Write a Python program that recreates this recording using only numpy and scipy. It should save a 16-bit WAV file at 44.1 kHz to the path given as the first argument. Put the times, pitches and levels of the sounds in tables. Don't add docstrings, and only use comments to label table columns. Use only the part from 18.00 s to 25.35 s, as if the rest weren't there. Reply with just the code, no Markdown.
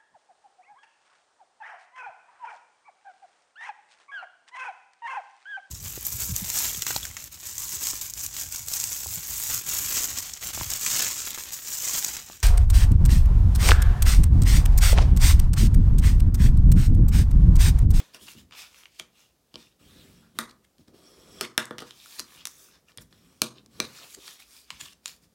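import sys
import numpy as np
from scipy import signal
from scipy.fft import rfft, irfft
from scipy.io import wavfile
from scipy.ndimage import uniform_filter1d

SR = 44100
rng = np.random.default_rng(int(sys.argv[2]) if len(sys.argv) > 2 else 0)


def put_to_file(sound):
    columns = np.atleast_2d(sound).T
    safe = np.clip(columns, -1, 1)
    whole_steps = np.round(safe * 32767)
    wavfile.write(sys.argv[1], SR, whole_steps.astype(np.int16))


N = 324072
FRAME = 512
BINS = np.fft.rfftfreq(FRAME, 1 / SR)
TIMES = np.arange(N // (FRAME // 4) + 1) * (FRAME // 4) / SR

# start/s, end/s, level/dB, mid-stroke bulge/dB, rise from start to end/dB,
# weight on the worktop/dB, upper rumble/dB
STROKES = [(1.788, 2.345, -54, 12, -12.5, 2, -11.5), (2.346, 2.396, -56.5, -2, 9, 1, -1.5),
           (2.782, 2.847, -64, 7, -18, 10.5, -14.5), (2.875, 2.946, -73, -12, -11, 12.5, -3),
           (2.935, 3.424, -57.5, -2.5, 8.5, -2, 2.5), (5.101, 5.42, -61.5, 3, 1, 2.5, -12),
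           (5.547, 5.67, -75.5, 0, -11.5, 15, -3.5), (5.684, 5.805, -57, 7, 19, 1.5, -9)]
# fastest at t/s, speeding up/s, slowing down/s, level/dB, body/dB,
# fizz/dB, free flap f/Hz
PUSHES = [(0.005, 0.029, 0.13, -52.5, -5, -8, 3220), (0.151, 0.017, 0.021, -46, -3, -4, 3260),
          (0.235, 0.036, 0.052, -48.5, -16, 3.5, 3310), (0.3, 0.039, 0.046, -44.5, -16.5, -1, 3000),
          (0.385, 0.024, 0.044, -49.5, -10.5, -4, 2980), (0.535, 0.015, 0.026, -41.5, -7, -27, 2700),
          (0.594, 0.043, 0.077, -37.5, -11.5, -9, 2670), (0.795, 0.1, 0.073, -50.5, -8, -4, 2570),
          (0.985, 0.091, 0.038, -53, -19, -9, 2650), (1.199, 0.058, 0.088, -54, -11.5, -8, 2780),
          (1.606, 0.061, 0.082, -50, -12.5, -11, 2850), (2.23, .008, 0.06, -66, 5, -14, 1720),
          (3.872, 0.02, 0.05, -50.5, -3, -6, 3540), (4.04, 0.15, 0.08, -48.5, -16, -6, 3880),
          (4.165, 0.13, 0.026, -45.5, -12, 1.5, 3800), (4.34, 0.093, 0.086, -51, -6.5, 0, 3240),
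          (4.405, 0.058, 0.047, -46, -11.5, -30, 3000), (4.51, 0.025, 0.077, -58, -24, 8, 5600),
          (4.62, 0.11, 0.099, -52.5, -10.5, 4.5, 6220), (4.751, 0.065, 0.038, -53.5, -6, -19.5, 6000),
          (4.895, 0.021, 0.03, -56.5, -2.5, -7, 5650), (5.018, 0.013, 0.013, -54.5, -8, 8.5, 5500),
          (5.583, 0.036, 0.022, -51.5, -11, -25, 3860), (5.87, 0.043, 0.099, -52, -2, -3, 4120),
          (5.97, 0.059, 0.083, -44, -7.5, -6, 4160), (6.04, 0.033, 0.041, -47.5, -1.5, -2.5, 4200),
          (6.125, 0.074, 0.029, -48.5, -10.5, 2.5, 4000), (6.285, 0.1, 0.092, -41.5, -13.5, -5.5, 3750),
          (6.41, 0.023, 0.037, -49, -9.5, -1.5, 4170), (6.565, 0.11, 0.084, -50, -13, -1, 4860),
          (6.745, 0.075, 0.067, -48.5, -12, -13, 3020), (6.83, 0.035, 0.053, -45, -8.5, 0, 3270),
          (6.905, .025, 0.019, -51.5, -27, -2, 3420), (7.083, 0.031, 0.065, -45.5, -12, -1.5, 4800),
          (7.24, 0.026, 0.025, -60.5, -11, -1, 4860)]
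# f/Hz, level/dB, t60/s
WORKTOP_MODES = [(125, -47.5, 0.57), (161, -47, 0.1), (226, -45.5, 0.23), (278.5, -52, 0.13),
                 (331.6, -49.5, 0.2), (367, -42.5, 0.13), (491, -49.5, 0.26), (621, -42, 0.13),
                 (1144, -46.5, 0.031), (1222, -49.5, 0.073), (1410, -46, 0.17), (1450, -53, 0.068),
                 (1597, -51.5, 0.16), (2070, -58, 0.11), (2333, -40.5, 0.082), (4330, -53.5, 0.047),
                 (5460, -47.5, 0.08), (6100, -43.5, 0.032), (8450, -48.5, 0.043), (9800, -54, 0.088)]
# f/Hz, level/dB
FLICK_SPECTRUM = [(40, -29), (200, -15.5), (650, -11), (1100, 0.5), (4000, 0), (9000, 7), (13000, 1),
                  (16000, -7)]


def knocks(decay_s=.00065, lag_s=.0025, ring_share=.75, size=4096):
    blows = [(0.146, -19, -0.5, -1, -8, 1, -66, 4000, 595, 1050, 2770, 5550),
             (0.3495, -39, 17, 7, -20, -4, -67, 720, 223, 374, 1270, 3250),
             (0.9994, -20, 4, 3.5, -18, -4.5, -61, 1800, 686, 1290, 2400, 3220),
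             (1.5415, -20, 8, -2.5, -19, -2, -62, 1990, 139.3, 1040, 3050, 4800),
             (1.5566, -8, -7, -11, -27, -16, -64, 1970, 520, 1082, 3080, 5160),
             (2.388, -0.5, -0.5, 3, -1.5, -4.5, -55, 2810, 233, 1237, 1900, 3770),
             (3.4104, 3, 0, -2, -7.5, -4.5, -61.5, 3850, 400, 1260, 4430, 5230),
             (3.5783, 9, -1.5, 4.5, -9, -7, -56, 4600, 1680, 3523, 5340, 11060),
             (3.7087, -20.5, 20, 15.5, -10, -4, -57, 2570, 495, 1227, 1780, 3430),
             (3.783, -9.5, -2, -2, -13.5, -3, -48, 2430, 1270, 1960, 3000, 5750),
             (3.804, -18.5, 7, -1, -6.5, 2, -55, 2280, 480, 1250, 3020, 4630),
             (3.821, -24, 13.5, 8, -8, -2.5, -46, 2400, 457, 770, 1260, 1820),
             (4.2015, -21, 6, 3, -8, -2, -58, 2700, 272, 1254, 1890, 4730),
             (4.9832, -15, -3.5, -2, -45, -8.5, -59.5, 2650, 500, 1873, 3400, 4950),
             (5.1264, -29.5, 2, 1, -17, -1.5, -59, 2500, 169, 1800, 3340, 4110),
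             (5.4184, 7.5, 3, -4, -2.5, -8.5, -61, 2000, 1153, 2470, 4250, 6275),
             (5.661, -25.5, 8.5, -12.5, -13, -18, -64.5, 3000, 246, 1090, 5660, 7700),
             (5.8015, 6.5, -4, -6, -14, -8.5, -62, 3070, 1180, 2400, 4020, 6050)]
    # f/Hz, level/dB
    blow_spectrum = [(30, -28), (90, -11), (220, 3), (380, 1.5), (720, -2.5), (1200, 0), (2000, -0.5),
                     (2900, 1.5), (4000, 1), (6000, -0.5), (7300, -2.5), (8600, 5), (12000, 0),
                     (16000, -6.5)]
    hz, t = np.fft.rfftfreq(size, 1 / SR), np.arange(SR // 2) / SR
    direct, room_send = np.zeros(N), np.zeros(N)
    modes = np.array([amp(db - 60 * t / t60) * np.sin(2 * np.pi * f * t) for f, db, t60 in WORKTOP_MODES])
    uptake_db = read([(4000, 0), (11000, -3.5)], hz)
    for s, db, bass_db, middle_db, treble_db, send_db, linger_db, node_hz, *pitches in blows:
        tone_db = read([(300, bass_db), (1400, middle_db), (4300, .0092), (10500, treble_db)], hz)
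        force_db = db + read(blow_spectrum, hz) + tone_db + rings([node_hz], hz, width_hz=520, db=-11)
        tool_db = rings(pitches, hz, width_hz=450, db=9.5)
        add(direct, s, crack(force_db + tool_db, decay_s, uneven_db=3, lag_s=lag_s))
        push = crack(force_db + ring_share * tool_db + uptake_db, decay_s, uneven_db=2, lag_s=lag_s)
        mode_gains = amp(-1 + .74 * rng.standard_normal(len(modes)))
        response = mode_gains @ modes + amp(linger_db) * lingering_rings(pitches, t)
        add(direct, s, signal.fftconvolve(push, response))
        add(room_send, s, amp(send_db) * push)
    return direct + room(room_send)


def crease_rubs(contact_width_hz=950, hand_echo_s=.00037, ripple_db=2):
    # t/s, ringing/dB, contact f/Hz, peak/dB
    tip_path = [(1.8, -4, 2900, 5), (1.93, -10, 3600, 7.5), (2.03, -10, 4100, 9.5), (2.09, -8, 4200, -2),
                (2.2, -3.5, 3400, 2.5), (2.8, -10.5, 4400, 3), (3.08, 4.5, 4460, 8), (3.17, 2.5, 4400, 0),
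                (3.35, 2.5, 3340, 5.5), (5.3, 0, 8100, 2), (5.56, -6, 3770, 8.5), (5.75, -2, 4164, 3)]
    # f/Hz, width/Hz, peak/dB
    tool_peaks = [(1150, 310, 6.5), (3320, 210, 8.5), (5510, 700, 10.5), (8000, 870, 6), (10830, 850, 5.5)]
    # f/Hz, level/dB
    scrape_spectrum = [(80, -20), (500, 0.5), (850, -6.5), (1300, -4), (2400, -2.5), (3800, -3), (5000, -6),
                       (7000, -7.5), (11000, -10.5), (16000, -10.5)]
    tip_db, contact_hz, contact_db = follow(tip_path)
    force = np.sqrt(sum((amp(db) * pressure(start, end, bulge_db, rise_db)) ** 2
                        for start, end, db, bulge_db, rise_db, _, _ in STROKES))
    grip = uniform_filter1d(rng.standard_normal((len(tool_peaks), len(TIMES))), size=14, axis=1)
    ringing = amp(tip_db + grip / grip.std())
    tool_db = np.transpose([humps([peak], BINS) for peak in tool_peaks]) @ ringing
    colour_db = read(scrape_spectrum, BINS)[:, None] + tool_db
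    colour_db += humps([(contact_hz, contact_width_hz, contact_db)], BINS[:, None])
    delay_s = hand_echo_s * (1 + .07 * wander(len(TIMES), 50, 30))
    treble = read([(5000, 0), (8000, .96)], BINS)[:, None]
    colour_db += ripple_db * treble * np.cos(2 * np.pi * np.outer(BINS, delay_s))
    return friction(amp(colour_db) * force, catches_per_s=3000, catch_share=.15, patchy_db=1.8)


def card_slides(flap_width_hz=800, flap_db=5, uneven_db=1.5):
    # f/Hz, level/dB
    paper_spectrum = [(60, -20), (300, -7.5), (700, -2), (1200, 1), (2200, -1.5), (4500, -6.5), (7000, -5),
                      (10000, -6.5), (13000, -8), (16000, -10.5)]
    # f/Hz, width/Hz, peak/dB
    card_peaks = [(2024, 130, -5.5), (2900, 650, -3), (3540, 380, 2.5), (5370, 1600, 3)]
    paper_db = 3 + read(paper_spectrum, BINS) + humps(card_peaks, BINS)
    body, fizz = read([(1400, 1), (2800, .022)], BINS), read([(5000, .05), (9500, .8)], BINS)
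    colours, swells = [], []
    for s, up_s, down_s, db, body_db, fizz_db, flap_hz in PUSHES:
        ring_db = humps([(flap_hz, flap_width_hz, flap_db)], BINS) + uneven_db * wander(len(BINS), 3)
        colours.append(amp(db + paper_db + body * (body_db + 2.5) + fizz * fizz_db + ring_db))
        swells.append(swell(s, up_s, down_s))
    gain = np.sqrt(np.square(colours).T @ np.square(swells))
    coarse = read([(3000, .7), (7000, .2)], BINS)[:, None]
    crinkle = friction(gain * np.sqrt(coarse), catches_per_s=2200, catch_share=.45, patchy_db=2.6,
                       ringing=True)
    hiss = friction(gain * np.sqrt(1 - coarse), catches_per_s=2500, catch_share=.2, patchy_db=.8)
    return crinkle + hiss


def card_snaps(round_trip_s=.001666, edge_return=.7, loss_db_per_hz=.08, size=4096):
    # t/s, level/dB, middle/dB, treble/dB, two flap rings f/Hz
    snaps = [(0.0015, -12.5, 2.5, -12.5, 2230, 3460), (0.51, -31, 13, -12, 2270, 4850),
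             (0.5231, -19, -1, -31, 2940, 1900), (0.62, -25, 0, -8, 3220, 5200),
             (0.745, -28, 5, -27, 2720, 3380), (0.8348, -25, 3, -38, 2580, 3270),
             (0.8562, -17.5, -1.5, -29, 2230, 2880), (0.9974, -3.5, -7, -17.5, 3160, 2360),
             (2.7825, -33.5, -6, -15, 3070, 4260), (3.6547, -17, -1, -7, 7700, 10200),
             (3.79, -12, 0, -20, 2960, 3550), (3.908, -16.5, 0.5, -17.5, 3620, 3070),
             (4.059, -31.5, 14, 2.5, 1405, 7400), (4.1949, -7, 2, -5.5, 4840, 4220),
             (4.2012, -7.5, -11, -8, 4730, 5730), (4.454, -5.5, -0.5, -5.5, 5760, 3640),
             (4.471, -14, 6.5, 2, 5700, 5200), (4.9188, -30, -8, -28, 3200, 4670),
             (4.9744, -18, -3, -7.5, 5320, 9100), (6.2788, -12, 0, -20, 3290, 4600),
             (6.704, -4.5, -2, -21, 1015, 3000), (6.7108, -23.5, 8, -8, 3100, 7000),
             (7.058, -2.5, -3, -14.5, 3800, 7030), (7.0793, -10.5, -7, -13, 4460, 6960)]
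    hz, out = np.fft.rfftfreq(size, 1 / SR), np.zeros(N)
    for s, db, middle_db, treble_db, *pitches in snaps:
        stiffness_db = read([(1300, middle_db), (4000, 0), (10500, treble_db)], hz)
        trip_s = round_trip_s * rng.uniform(.9, 1.1)
        echo = edge_return * amp(-loss_db_per_hz * hz) * np.exp(-2j * np.pi * hz * trip_s)
        ring_db = rings(pitches, hz, width_hz=450, db=10) - 20 * np.log10(abs(1 - echo))
        colour_db = db - 1.5 + read(FLICK_SPECTRUM, hz) + stiffness_db + ring_db
        add(out, s, crack(colour_db, decay_s=.00065, uneven_db=3, lag_s=.00294))
    return out


def rising_hisses(size=4096):
    hisses = [(0.288, 0.0053, -39, -19, 860, 2930), (0.336, .002, -47, -12, 2410, 5500),
              (0.996, 0.0021, -41, -8, 3130, 4400), (2.498, .003, -47, -14, 5700, 4300),
              (2.512, 0.0019, -46, -12, 3360, 4520), (2.651, 0.0036, -57, -10, 3270, 1990),
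              (2.883, 0.0019, -53.5, -14, 5260, 3880), (3.453, 0.006, -30, -17, 2050, 3400),
              (4.197, 0.0044, -34, -7, 4600, 4060), (5.855, 0.013, -39, -15, 3900, 1181),
              (6.149, 0.0028, -39.5, -2.5, 6840, 4800), (6.403, 0.0037, -45, -9, 2090, 3480),
              (6.813, 0.0035, -30, -13, 7030, 3230), (6.863, 0.0057, -39, -15, 3520, 7040),
              (6.885, 0.0052, -46.5, -12, 2750, 3500), (6.934, 0.0063, -50.5, -9, 2860, 5370)]
    hz, out = np.fft.rfftfreq(size, 1 / SR), np.zeros(N)
    until_stop_s = np.arange(size)[::-1] / SR
    for s, swell_s, db, treble_db, *pitches in hisses:
        tone_db = read([(4000, .0012), (10500, treble_db)], hz)
        colour_db = db + read(FLICK_SPECTRUM, hz) + tone_db + rings(pitches, hz, width_hz=700, db=8.5)
        rising = rng.standard_normal(size) * np.exp(-until_stop_s / swell_s / 2)
        tick = crack(colour_db, decay_s=.00057, uneven_db=2)
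        add(out, s - size / SR, signal.fftconvolve(rising, tick))
    return out


def worktop_rumble(level_db=16, modes_db=3, onset_s=.016, hand_db=-29, hand_upper_db=-9.5):
    # t/s, level/dB, upper rumble/dB, t60/s
    thumps = [(0.0, -49, 0, 0.06), (0.2, -52, -10.5, 0.7), (0.349, -44, -24, 0.44), (0.998, -53, 3, 0.01),
              (1.555, -52, -15, 0.3), (2.39, -49.5, -5, 0.48), (3.73, -58, -3, 0.5),
              (4.183, -52.5, -1, 0.07), (4.34, -58, -12, 0.9), (4.56, -67.5, 4.5, 1.5),
              (4.68, -67.5, -12, 1.5), (4.89, -69, 0, 1.5), (4.972, -40, -43, 0.25),
              (5.787, -43, 4.5, 0.27), (5.991, -61, -1.5, 0.7), (6.163, -59, 9, .12),
              (6.715, -50.5, -36, 0.5), (6.8, -55.5, -12.5, 0.6), (7.1, -62.5, -22, 1),
              (7.219, -59, -26, 0.5)]
    # f/Hz, level/dB
    rumble_spectrum = [(25, -26.5), (50, -9), (70, -3), (95, -0.5), (130, 2), (225, -6), (350, -0.5),
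                       (480, -4.5), (640, -9), (850, -13.5), (1600, -22.5), (4000, -44)]
    loads = [(amp(db + weight_db) * pressure(start, end, bulge_db, .68 * rise_db), upper_db)
             for start, end, db, bulge_db, rise_db, weight_db, upper_db in STROKES]
    loads += [(amp(db + hand_db) * swell(s, up_s, down_s), hand_upper_db)
              for s, up_s, down_s, db, *_ in PUSHES]
    for s, db, upper_db, t60 in thumps:
        onset = np.clip((TIMES - s) / onset_s, 0, 1)
        dying = amp(-60 * np.maximum(TIMES - s - onset_s, 0) / t60)
        loads.append((amp(db) * onset * dying, upper_db))
    weights, uppers_db = zip(*loads)
    peaks_db = humps([(f, 50, modes_db) for f, _, _ in WORKTOP_MODES], BINS) - modes_db / 2
    colour_db = level_db + read(rumble_spectrum, BINS) + peaks_db
    upper_band = read([(240, .011), (420, 1)], BINS)
    colours = amp(colour_db[:, None] + np.outer(upper_band, uppers_db))
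    gain = np.sqrt(colours ** 2 @ np.square(weights))
    return friction(gain, catches_per_s=560, catch_share=.28, patchy_db=1)


def room(x, size=SR // 2):
    # delay/s, level/dB
    echoes = [(.0042, 11), (0.0113, 11), (.0158, 12), (.0225, 13)]
    # f/Hz, t60/s
    decay_times = [(150, 0.67), (400, 0.28), (1100, 0.37), (2800, 0.22), (7000, 0.24), (15000, 0.16)]
    build_up = 1 - np.exp(-np.arange(size) / SR / .00038)
    taps = rng.standard_normal(size) * (rng.random(size) < .2) * build_up
    for s, db in echoes:
        taps[round(s * SR)] += amp(db)
    hz, t, spectra = signal.stft(taps, SR, nperseg=256)
    tail = signal.istft(spectra * amp(-60 * t / read(decay_times, hz)[:, None]), SR)[1]
    return signal.fftconvolve(x, tail / np.linalg.norm(tail))[:N]


def room_tone(level_db=-55):
    # f/Hz, level/dB
    floor_spectrum = [(20, -13), (40, -4), (58, 8.5), (90, -1.5), (220, -0.5), (500, -3.5), (1000, -12),
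                      (2000, -17), (5000, -15), (10000, -18.5), (16000, -20.5)]
    hz = np.fft.rfftfreq(N, 1 / SR)
    return irfft(rfft(rng.standard_normal(N)) * amp(level_db + read(floor_spectrum, hz)), N)


def crack(colour_db, decay_s, uneven_db, lag_s=0, size=4096):
    t, hz = np.arange(size) / SR, np.fft.rfftfreq(size, 1 / SR)
    burst = rng.standard_normal(size) * (1 - np.exp(-t / .0003)) * np.exp(-t / decay_s)
    for _ in range(4):
        spectrum = rfft(burst * np.exp(-(t / (4 * decay_s)) ** 2))
        burst = irfft(spectrum / (abs(spectrum) + 1e-12))
    burst *= np.exp(-(t / (8 * decay_s)) ** 2)
    colour_db = colour_db + uneven_db * wander(len(hz), 36, 24) * hz / (hz + 1000)
    log_gain = np.log(amp(np.r_[colour_db, colour_db[-2:0:-1]]))
    minimum_phase = np.exp(np.conj(signal.hilbert(log_gain)))[:len(hz)]
    delay_s = lag_s / (1 + (hz / 600) ** 2)
    dispersion = np.exp(-2j * np.pi * np.cumsum(delay_s) * SR / size)
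    return irfft(rfft(burst) * minimum_phase * dispersion) * np.exp(-(t / .04) ** 4)


def lingering_rings(pitches, t, t60=.085, neighbours_db=-5, spread=.035):
    hz = np.outer(pitches, np.r_[1, 1 + spread * rng.standard_normal(2)])
    heights = amp([0, neighbours_db, neighbours_db])[:, None]
    return (heights * np.sin(2 * np.pi * hz[..., None] * t)).sum((0, 1)) * amp(-60 * t / t60)


def friction(gain, catches_per_s, catch_share, patchy_db, ringing=False):
    catches = rng.standard_normal(N) * amp(3.7 * np.minimum(rng.exponential(1, N), 4))
    catches *= rng.random(N) < catches_per_s / SR
    if ringing:
        catches = fibre_rings(catches)
    slips = np.sqrt(1 - catch_share) * rng.standard_normal(N)
    slips += np.sqrt(catch_share) * catches / (catches.std() + 1e-12)
    spectra = signal.stft(slips, nperseg=FRAME, noverlap=FRAME * 3 // 4)[2]
    patches = uniform_filter1d(rng.standard_normal(spectra.shape), size=9, axis=0)
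    patches = uniform_filter1d(patches, size=12, axis=1)
    gain = np.pad(gain, ((0, 0), (0, spectra.shape[1] - gain.shape[1])), "edge")
    spectra *= gain * amp(patchy_db * patches / patches.std())
    return signal.istft(spectra, nperseg=FRAME, noverlap=FRAME * 3 // 4)[1][:N]


def fibre_rings(catches, decay_cycles=2.4, size=160):
    at, taps = np.flatnonzero(catches), np.arange(size)
    hz = np.exp(rng.uniform(np.log(400), np.log(14000), N))[at, None]
    cycles = hz * taps / SR
    fade = np.exp(-cycles / decay_cycles) * (1 - taps / size)
    grains = catches[at, None] * hz * np.sin(2 * np.pi * cycles) * fade
    return np.bincount((at[:, None] + taps).ravel(), grains.ravel(), N)[:N]


def pressure(start, end, bulge_db, rise_db, grip_s=.0098, lift_s=.015):
    along = np.clip((TIMES - start) / (end - start), 0, 1) - .5
    contact = np.clip(np.minimum((TIMES - start) / grip_s, 1 + (end - TIMES) / lift_s), 0, 1)
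    return contact * amp(rise_db * along - bulge_db * (2 * along) ** 2)


def swell(s, up_s, down_s, drop_db=11.5, roundness=1.59):
    away = np.maximum((s - TIMES) / up_s, (TIMES - s) / down_s)
    return amp(-drop_db * np.minimum(away, 10) ** roundness)


def rings(pitches, hz, width_hz, db):
    return humps([(f, width_hz * np.sqrt(f / 4000), db) for f in pitches], hz)


def humps(peaks, hz):
    return sum(db / (1 + (2 * (hz - f) / width) ** 2) for f, width, db in peaks)


def wander(count, *spans):
    curve = rng.standard_normal(count)
    for span in spans:
        curve = uniform_filter1d(curve, span)
    return curve / curve.std()


def amp(db):
    return 10 ** (np.asarray(db) / 20)


def read(points, hz):
    f, value = np.transpose(points)
    return np.interp(np.log(hz + 1), np.log(f + 1), value)


def follow(rows):
    s, *columns = np.transpose(rows)
    return [np.interp(TIMES, s, column) for column in columns]


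def add(mix, s, sound):
    part = mix[max(round(s * SR), 0):][:len(sound)]
    part += sound[:len(part)]


def scene(room_db=-10):
    ticks = card_snaps() + rising_hisses()
    rubbing = card_slides() + crease_rubs() + worktop_rumble()
    reflected = amp(room_db) * room(ticks + rubbing)
    return (knocks() + ticks + rubbing + reflected + room_tone())[None]


def record(dry, low_cut_hz=42, top_hz=16100):
    thin = signal.sosfilt(signal.butter(3, low_cut_hz, "highpass", fs=SR, output="sos"), dry)
    band_limit = signal.firwin(401, top_hz, window=("kaiser", 9), fs=SR)
    return signal.oaconvolve(thin, band_limit[None], "same")


dry = scene()
out = record(dry)
put_to_file(out)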